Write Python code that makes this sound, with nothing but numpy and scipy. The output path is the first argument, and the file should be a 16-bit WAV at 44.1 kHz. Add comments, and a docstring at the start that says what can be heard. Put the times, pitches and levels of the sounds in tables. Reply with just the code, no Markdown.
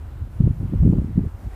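"""Snowstorm wind on a bare microphone

Eddies of air press on the diaphragm as dull thuds: short low bumps of pressure with a faint snap.
Smaller eddies, a tumble of random bumps in three sizes, follow the gust between and under them.
Behind them the storm roars over the snow: bands of noise with a thin hiss on top, in a slow swell.
"""
import sys
import numpy as np
from scipy import signal
from scipy.fft import rfft, irfft
from scipy.io import wavfile
from scipy.ndimage import uniform_filter1d

SR = 44100
rng = np.random.default_rng(int(sys.argv[2]) if len(sys.argv) > 2 else 0)


def master_out(mix):
    """Clip the mix to full scale and print it as 16-bit PCM to the path in sys.argv[1]."""
    frames = np.transpose(np.atleast_2d(mix))
    ceiling = np.clip(frames, -1, 1)
    pcm = np.round(ceiling * 32767).astype(np.int16)
    wavfile.write(sys.argv[1], SR, pcm)


def gain_from_db(level_db):
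    """Turn a decibel level (scalar or array-like) into a linear amplitude factor."""
    decades = np.asarray(level_db, float) / 20
    return 10 ** decades


N = 68355  # length in samples, 1.55 s


def random_walk(rate_hz):
    """Random levels, rate_hz new ones a second, slewed twice into a smooth drift; spread near 1."""
    hold = int(SR / rate_hz)
    steps = np.repeat(rng.standard_normal(N // hold + 1), hold)
    smooth = uniform_filter1d(uniform_filter1d(steps, hold), hold)
    return 1.3 * smooth[:N]


def noise_band(low_hz, high_hz):
    """White noise shaped by a bell on the pitch scale, centred between two edges."""
    frequency = np.arange(N // 2 + 1) * SR / N
    center_hz = np.sqrt(low_hz * high_hz)
    distance = np.log((frequency + 1) / center_hz) / np.log(high_hz / low_hz)
    return irfft(rfft(rng.standard_normal(N)) * np.exp(-distance ** 2), N)


# Tone of the roar, before its overall level is set: (frequency [Hz], relative level per Hz [dB])
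ROAR_SPECTRUM = [(120, -44.5), (200, 3), (376, 1.5), (443, -2), (683, -1), (818, -10.5), (1070, 0.5),
                 (1170, -9), (1290, -6), (5170, -26.5), (15000, -26)]
# Loudness of the roar over time, against its overall level: (time [s], level [dB])
ROAR_LEVEL = [(0, -0.5), (.2, 0), (.29, -3), (.36, 0.5), (.6, 0.5), (.8, 0.5), (.88, 0.5), (1.1, -1),
              (1.24, 0.), (1.28, 1), (1.35, -0.5), (1.44, 2.), (1.49, 0.), (1.55, 3.5)]
ROAR_DB = -51  # overall level
ROAR_SWELL_DB, ROAR_FLICKER_DB = 0.7, 1.36  # random drift: shared by all bands, and each band's own


def roar():
    """The storm over the snow: half-octave noise bands that swell together and flicker alone."""
    spectrum_hz, spectrum_db = np.transpose(ROAR_SPECTRUM)
    level_s, level_db = np.transpose(ROAR_LEVEL)
    swell_db = ROAR_SWELL_DB * random_walk(3.4)
    out = np.zeros(N)
    for hz in 120 * 2 ** np.arange(0, 7.2, .5):
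        band_db = np.interp(np.log(hz), np.log(spectrum_hz), spectrum_db)
        flicker_db = ROAR_FLICKER_DB * random_walk(13)
        out += gain_from_db(band_db + swell_db + flicker_db) * noise_band(hz / 1.15, hz * 1.142)
    return out / out.std() * gain_from_db(ROAR_DB + np.interp(np.arange(N) / SR, level_s, level_db))


def add_bump(out, time_s, peak, hz, cycles, phase):
    """Adds one pressure bump: a cosine under a bell that holds the given cycles between its 1/e points."""
    width_s = cycles / hz / 2
    first = max(int((time_s - 4 * width_s) * SR), 0)
    last = min(int((time_s + 4 * width_s) * SR), N)
    i = np.arange(first, last)
    u = i / SR - time_s
    out[i] += peak * np.exp(-(u / width_s) ** 2) * np.cos(2 * np.pi * hz * u + phase)


# Strength of the gust, before the trim of each eddy size:
# (time [s], large eddies [dB rms], small eddies [dB rms], tiny eddies [dB rms])
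GUST_LEVELS = [(0.0, -29.5, -44.5, -48.5), (0.138, -32.5, -54, -54.5), (0.188, -30, -44, -49.5),
               (0.22, -28, -39.5, -47), (0.25, -25.5, -41, -49), (0.288, -38.5, -39.5, -54),
               (0.37, -29, -45.5, -51), (0.404, -24, -16, -43.5), (0.482, -18, -25.5, -28.5),
               (0.518, -32.5, -22.5, -50), (0.564, -33, -32, -55), (0.604, -26.5, -27.5, -38.5),
               (0.656, -24.5, -23, -42.5), (0.708, -29.5, -35, -63), (0.738, -31, -19, -25),
               (0.768, -19, -28.5, -46.5), (0.802, -18, -25, -47.5), (0.828, -17, -10, -28.5),
               (0.866, -18.5, -12.5, -24.5), (0.902, -38, -13.5, -29.5), (0.932, -29.5, -18, -27.5),
               (0.962, -18.5, -24.5, -28.5), (0.988, -19, -23, -24.5), (1.01, -26.5, -23, -37),
               (1.122, -27, -30.5, -48), (1.138, -27.5, -41.5, -64), (1.182, -27.5, -19, -32.5),
               (1.204, -20.5, -24.5, -34), (1.226, -23.5, -24, -47), (1.256, -22.5, -24.5, -33),
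               (1.282, -30, -34.5, -54), (1.302, -35, -49, -60), (1.416, -38, -45.5, -46.5),
               (1.466, -25, -33, -55), (1.518, -35, -53, -59), (1.55, -28.5, -51, -50)]
# Eddy sizes, one row each: (pitch [Hz], pitch spread [octaves], eddies per second [1/s],
# size scatter [dB], trim against the gust [dB], length of a bump [cycles])
LARGE_EDDIES = (63.5, 0.34, 100, 2.5, -1, 1.43)
SMALL_EDDIES = (148.5, 0.5, 260, 5, -3.5, 0.98)
TINY_EDDIES = (340, 0.38, 400, 4, -5, 1.25)
EDDY_TOP_HZ = 516  # the smallest eddies average out over the diaphragm
EVEN_S = 0.044  # the tumble keeps its strength over this span


def eddies(size, column):
    """A tumble of random bumps, evened out and then given the strength of the gust."""
    hz, octaves, rate, scatter_db, trim_db, cycles = size
    gust = np.array(GUST_LEVELS)
    chance, spread = rng.random((900, 2)), rng.standard_normal((900, 2))
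    times = np.cumsum(.3 + 1.4 * chance[:, 0]) / rate - .05  # uneven gaps

    out = np.zeros(N)
    for time_s, (_, turn), (loudness, pitch) in zip(times, chance, spread):
        if time_s < N / SR:
            bump_hz = hz * 2 ** (octaves * np.clip(pitch, -2, 2))
            add_bump(out, time_s, gain_from_db(scatter_db * loudness), bump_hz, cycles, 2 * np.pi * turn)

    out = signal.sosfiltfilt(signal.butter(2, EDDY_TOP_HZ, fs=SR, output="sos"), out)
    span = int(EVEN_S * SR)
    power = uniform_filter1d(uniform_filter1d(out ** 2, span), span)
    even = out / np.sqrt(power + 1e-9)
    gust_db = np.interp(np.arange(N) / SR, gust[:, 0], gust[:, column])
    return even * gain_from_db(trim_db + gust_db)


# Strong thuds: (time [s], bump level [dB peak], pitch [Hz], snap level [dB peak])
STRONG_THUDS = [(.226, -18, 67, -59), (.408, -2, 143, -31.5), (0.443, -3, 89, -32), (.455, -13.5, 120, -50),
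                (0.471, -5, 110, -45.5), (.477, -9, 204.4, -36.5), (.491, -18, 91.7, -36),
                (0.509, -7, 115.6, -67), (0.605, -14, 93.7, -38), (0.616, -19, 146, -43),
                (0.644, -17, 109, -56), (.689, -20.5, 100, -59.5), (.726, -14, 167, -58),
                (0.737, -8.5, 170, -33), (.743, -18.5, 280, -45.5), (.76, -10.5, 95, -53),
                (0.776, -14.5, 65, -55), (0.809, -10, 65, -42.5), (0.833, -4.5, 136, -24),
                (0.852, -4, 109.6, -36), (0.867, -5.5, 95.3, -48.5), (.877, -2, 175.7, -30),
                (0.9, -4, 142, -45), (0.928, -7.5, 230, -27.5), (0.934, -6, 170.6, -22.5),
                (0.956, -16.5, 121.8, -33), (0.977, -14, 76, -55), (.986, -7, 155, -26),
                (.997, -12, 92, -58), (1.019, -17.5, 190, -33.5), (1.046, -14.5, 165, -47),
                (1.16, -15, 111, -54), (1.179, -4, 173, -58), (1.184, -7, 168, -37),
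                (1.193, -10.5, 197, -32.5), (1.21, -14, 76, -49), (1.253, -16.5, 150, -35),
                (1.265, -12.5, 89, -52), (1.348, -23, 68, -58), (1.463, -25, 116, -60),
                (1.476, -21, 75, -58)]
THUD_CYCLES = 0.83
SNAP_HZ, SNAP_S = 466, 0.002  # snap: a short sharp edge on the thud; middle pitch and length
CRACK_HZ, CRACK_DB = 950, -14.5  # the snap's thin upper edge; level against the snap


def thuds():
    """Each strong eddy pushes or pulls the diaphragm in one low bump and snaps a little."""
    out = np.zeros(N)
    chance = rng.random((len(STRONG_THUDS), 4))
    for (time_s, thud_db, hz, snap_db), c in zip(STRONG_THUDS, chance):
        push_or_pull = np.pi * (c[0] > .5)
        add_bump(out, time_s, gain_from_db(thud_db), hz, THUD_CYCLES, push_or_pull + c[1] - .5)
        snap_hz = SNAP_HZ * 2 ** (0.58 * (c[2] - .5))
        add_bump(out, time_s, gain_from_db(snap_db), snap_hz, SNAP_S * snap_hz, 2 * np.pi * c[3])
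        crack_peak = gain_from_db(snap_db + CRACK_DB)
        add_bump(out, time_s, crack_peak, CRACK_HZ, SNAP_S * CRACK_HZ, 2 * np.pi * c[2])
    return out


def scene():
    """The storm behind, the tumbling eddies and the strong thuds on the diaphragm, in one channel."""
    tumble = eddies(LARGE_EDDIES, column=1) + eddies(SMALL_EDDIES, column=2) + eddies(TINY_EDDIES, column=3)
    mix = roar() + tumble + thuds()
    return mix[None]


def band_limit(x):
    """A steep low-pass at the top of the band."""
    return signal.sosfilt(signal.butter(12, 15700, fs=SR, output="sos"), x)


FULL_SCALE = 1.18  # ceiling of the soft rounding
LOW_CUT_HZ, TOP_HZ = 30.6, 15100


def record(dry):
    """The recorder rounds the hardest thuds and cuts the deepest bass and the top."""
    rounded = FULL_SCALE * np.tanh(dry / FULL_SCALE)
    low_cut = signal.butter(2, LOW_CUT_HZ, "high", fs=SR, output="sos")
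    top_cut = signal.ellip(8, .2, 30, TOP_HZ, fs=SR, output="sos")
    finished = signal.sosfiltfilt(top_cut, signal.sosfiltfilt(low_cut, rounded))
    return band_limit(finished)


dry = scene()
out = record(dry)
master_out(out)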